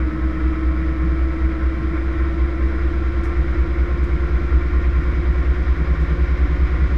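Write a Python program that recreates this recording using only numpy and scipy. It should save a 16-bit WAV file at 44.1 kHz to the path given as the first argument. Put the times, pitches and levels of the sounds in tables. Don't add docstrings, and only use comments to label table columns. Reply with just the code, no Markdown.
import sys
import numpy as np
from scipy import signal
from scipy.fft import rfft, irfft, next_fast_len
from scipy.io import wavfile

SR = 44100
rng = np.random.default_rng(int(sys.argv[2]) if len(sys.argv) > 2 else 0)


def store_wav(level_fs):
    pcm = np.round(np.clip(np.atleast_2d(level_fs), -1, 1) * 32767)
    wavfile.write(sys.argv[1], SR, pcm.T.astype(np.int16))


N = 307377
T = np.arange(N) / SR
EARLY_S, MIDDLE_S, LATE_S = 0.3, 3.5, 6.7
BELT_RATIO = 12.017
BELT_LAPS = 0.551
HOUSING_HZ, HOUSING_WIDTH_HZ = 1358.5, 6
LURCH_S, SHUDDER_S, HUM_SWELL_S = 0.08, 0.028, 0.55
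TOP_HZ = 15100

# t/s, speed/(turns per s)
DRUM_SPEED = [(0, 8.97405), (7, 9.87115)]
# f/Hz, density/dB per Hz
TUB_RUMBLE = [(15, -78), (43, -55.5), (60, -55), (86, -63), (102, -54), (114, -61), (155, -57),
              (200, -60.5), (236, -58), (249, -71.5), (268, -62.5), (316, -54.5), (350, -59), (392, -73.5)]
# f/Hz, density/dB per Hz
BEARING_ROAR = [(330, -85), (400, -72.5), (529, -63.5), (661, -74.5), (741, -69.5), (819, -80),
                (886, -76.5), (925, -72), (1180, -69.5), (1260, -71), (1434, -67), (1720, -71.5),
                (2000, -69.5), (2303, -70.5), (2560, -83.5), (3200, -105)]
# f/Hz, density/dB per Hz
AIR_HISS = [(1800, -97.5), (2600, -84), (3050, -86.5), (4033, -88.5), (4364, -94), (4962, -92.5),
            (5753, -96.5), (5985, -101), (6671, -101.5), (7290, -108), (9057, -118)]
# f/Hz, density/dB per Hz
STEADY_HISS = [(6500, -111), (8046, -107.5), (9057, -113), (11200, -113), (12600, -119), (14800, -118)]
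# f/Hz, width/Hz before broadening, peak density/dB per Hz
CAVITY_MODES = [(436, 14, -66.5), (1061.5, 20, -62), (1177, 62, -70), (1370, 27, -69.5), (1441, 25, -67),
                (1647, 20, -74), (1838, 46, -67.5), (1977, 22, -72), (2720, 35, -86.5), (3170, 36, -80),
                (3413, 46, -85.5), (3540, 32, -89.5), (3806, 48, -87), (4955, 160, -90.5),
                (6200, 110, -100)]
# t/s, level/dB before the attack and decay, t60/s
WATER_SPITS = [(1.319, -66, 0.22), (3.233, -50.5, 0.23), (3.363, -63, 0.18), (4.031, -54.5, .17),
               (5.029, -61, .12), (5.994, -60, .3), (6.369, -62.5, .2)]
# f/Hz, level/dB
SPRAY_COLOUR = [(2500, -18), (5000, 7), (8000, 1), (11800, -7), (12700, -14)]
# f/Hz, level/dB
DRIVE_TONES = [(9998, -96.5), (14097, -100.5), (14740, -89.5)]
# sideband/drum rates, housing lift/dB, then early, middle and late level/dB before the lift
SLOT_WHINE = [(0, 2.5, -43, -48, -56), (-2, 17, -69, -60.5, -62)]
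# multiple of motor rate, sideband/drum rates,
# then early, middle and late level/dB
MOTOR_LINES = [(2, -1, -42.5, -46.5, -50), (3, -3, -39.5, -45.5, -54.5), (3, -2, -37, -42, -59),
               (3, -1, -31.2, -37, -45), (3, 0, -32.7, -39.5, -46), (3, 1, -42.5, -34, -40.5),
               (3, 2, -47.5, -53, -51), (4, -1, -52, -50, -53), (4, 2, -53, -63, -60.5),
               (6, 0, -50, -53.5, -57), (6, 2, -58, -59, -58), (12, 1, -60.5, -56, -59)]
# t/s, gain/dB
HUM_SWELLS = [(2.2, 1.5)]
# early, middle and late level/dB
PANEL_LEVEL = (-36.5, -39, -32.5)
# t/s, gain/dB
PANEL_SHUDDERS = [(0.49, 2), (1.05, 7), (1.82, 9), (3.10, 3), (3.94, 8.5), (4.16, 9), (6.84, 5)]
# multiple of drum rate, then early, middle and late level/dB
FRAME_LINES = [(1, -32.5, -28.5, -33), (3, -46, -42.5, -34.5), (4, -44.5, -39, -42.5),
               (8, -38.5, -39, -38.5), (9, -59.5, -46, -41.3), (10, -45.5, -38, -39),
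               (11, -47.5, -46.5, -52), (12, -59, -52, -52), (28, -65, -48.5, -43), (30, -47.5, -46, -40.5)]
# multiple of drum rate, then early, middle and late level/dB
BOOM_LINES = [(5, -55, -35.5, -28.5), (6, -39, -23.5, -19.5), (7, -21, -20.5, -20.5)]
# early, middle and late depth/dB
BELT_SWING = (3.6, 1.9, 1.5)
# t/s, gain/dB
LOAD_LURCHES = [(0.16, -2.5), (0.76, 3.5), (1.14, 5), (1.89, -2), (2.36, 2), (4.55, 2.5), (4.88, 2.5),
                (5.38, 2)]


def undb(db):
    return 10 ** (np.asarray(db) / 20)


def ramp(levels):
    return np.interp(T, [EARLY_S, MIDDLE_S, LATE_S], levels)


def run_up(levels_db):
    return np.sqrt(2) * undb(ramp(levels_db))


def swells(rows, width_s):
    return sum(db * np.exp(-((T - peak) / width_s) ** 2) for peak, db in rows)


def unit(x):
    return x / np.sqrt(np.mean(x ** 2))


def noise(gain_at):
    size = next_fast_len(N, True)
    hz = np.maximum(np.fft.rfftfreq(size, 1 / SR), 1)
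    spectrum = rfft(rng.standard_normal(size)) * gain_at(hz)
    return irfft(spectrum, size)[:N] * np.sqrt(SR / 2)


def coloured(points):
    f, db = np.array(sorted(points)).T

    def gain_at(hz):
        inside = undb(np.interp(np.log(hz), np.log(f), db))
        skirts = np.minimum(1, np.minimum(hz / f[0], f[-1] / hz)) ** 4
        return inside * skirts
    return noise(gain_at)


def resonance(hz, centre_hz, width_hz):
    return 1 / (1 + 1j * (hz ** 2 - centre_hz ** 2) / (hz * width_hz))


def ringing(centre_hz, width_hz):
    return unit(noise(lambda hz: resonance(hz, centre_hz, width_hz) ** 2))


def walk(rate_hz):
    return unit(noise(lambda hz: np.exp(-(hz / max(rate_hz, 1)) ** 2)))


def once_a_turn(turns, at, depth_db):
    return unit(undb(depth_db * np.cos(2 * np.pi * (turns - at))))


def rush(turns, rate, roar_rise_db=2.1, hiss_rise_db=4.0):
    pace = (rate - rate.mean()) / np.ptp(rate)
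    broadening = 1.54
    cavity = noise(lambda hz: sum(undb(db) * abs(resonance(hz, f, broadening * width)) ** 2
                                  for f, width, db in CAVITY_MODES))
    roar = (coloured(BEARING_ROAR) + cavity) * undb(roar_rise_db * pace + 0.65 * walk(25))
    hiss = coloured(AIR_HISS) * undb(hiss_rise_db * pace + 0.5 * walk(25))
    steady = coloured(TUB_RUMBLE) + coloured(STEADY_HISS)
    return steady + (roar + hiss) * once_a_turn(turns, at=0.9, depth_db=0.4)


def water(attack_s=0.005, grain_db=-0.5):
    envelope = 0
    for start, db, t60 in WATER_SPITS:
        age = np.maximum(T - start, 0)
        attack = 1 - np.exp(-age / attack_s)
        decay = np.exp(-np.log(1000) * age / t60)
        envelope = envelope + undb(db) * attack * decay
    spray = coloured(SPRAY_COLOUR) * undb(grain_db * walk(400))
    return envelope * unit(spray)


def whine(shaft, turns, rate):
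    slots = 12
    out = 0
    for side, lift_db, *levels in SLOT_WHINE:
        side = round(side)
        line_hz = (slots * BELT_RATIO + side) * rate
        near = abs(resonance(line_hz, HOUSING_HZ, HOUSING_WIDTH_HZ))
        line = np.cos(2 * np.pi * (slots * shaft + side * turns))
        out = out + run_up(levels) * undb(lift_db * near) * line
    return out


def motor(turns, rate, hum_trim_db=-0.2, loaded_at=0.19, dispersion=0.27, waver_db=1.06, slip=0.0025):
    shaft = BELT_RATIO * turns + slip * walk(6.8)
    hum = 0
    for k, side, *levels in MOTOR_LINES:
        angle = 2 * np.pi * (k * shaft + side * (turns - loaded_at))
        angle = angle + side % 2 * np.pi / 2
        angle = angle + dispersion * (side + 0.5) ** 2
        waver = unit(undb(waver_db * k / 3 * walk(14)))
        hum = hum + run_up(levels) * waver * np.cos(angle)
    hum = hum * undb(hum_trim_db + swells(HUM_SWELLS, HUM_SWELL_S))
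    drive = sum(undb(db) * ringing(hz, 30) for hz, db in DRIVE_TONES)
    return hum + whine(shaft, turns, rate) + drive


def panel(turns, order=16, locked_db=(-7, 2, 12), burst_db=(5, 6.5, 7.5), waver_db=1.36):
    locked = run_up(locked_db)
    drone = locked * np.cos(2 * np.pi * order * turns) + ringing(155.4, 56)
    drone = drone / np.sqrt(1 + locked ** 2 / 2)
    level_db = ramp(PANEL_LEVEL) + swells(PANEL_SHUDDERS, SHUDDER_S) + waver_db * walk(4.6)
    return drone * once_a_turn(turns, at=0.34, depth_db=ramp(burst_db)) * undb(level_db)


def frame(turns, waver_db=1.5):
    out = 0
    for k, *levels in FRAME_LINES:
        line = np.cos(2 * np.pi * (round(k) * turns + rng.random()))
        out = out + run_up(levels) * undb(waver_db * walk(2.0)) * line
    return out


def swing(turns, tight_at=0.29, load_at=0.21, beat_share=0.5, waver_db=0.16):
    laps = BELT_LAPS * turns - tight_at
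    beat = np.cos(2 * np.pi * (turns - load_at - laps))
    tug = np.cos(2 * np.pi * laps) + beat_share * beat
    return undb(ramp(BELT_SWING) * tug + waver_db * walk(7.1))


def tub(turns, rate, heavy_at=-0.072, creep_per_s=0.0504, tub_hz=52.7, tub_width_hz=6, slosh_db=-42):
    trailing = turns - heavy_at - creep_per_s * T
    boom = undb(slosh_db) * ringing(61.8, 19)
    for k, *levels in BOOM_LINES:
        k = round(k)
        lag = np.angle(resonance(k * rate, tub_hz, tub_width_hz))
        boom = boom + run_up(levels) * np.cos(2 * np.pi * k * trailing + lag)
    return boom * swing(turns) * undb(swells(LOAD_LURCHES, LURCH_S))


def scene():
    rate = np.interp(T, *np.array(DRUM_SPEED).T)
    turns = np.cumsum(rate) / SR
    background = rush(turns, rate) + water()
    machine = motor(turns, rate) + panel(turns) + frame(turns) + tub(turns, rate)
    return (background + machine)[None]


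def record(dry):
    opening = np.minimum(T / 0.002, 1)
    low_pass = signal.ellip(10, 0.1, 80, TOP_HZ, fs=SR, output="sos")
    return signal.sosfilt(low_pass, dry * opening)


dry = scene()
out = record(dry)
store_wav(out)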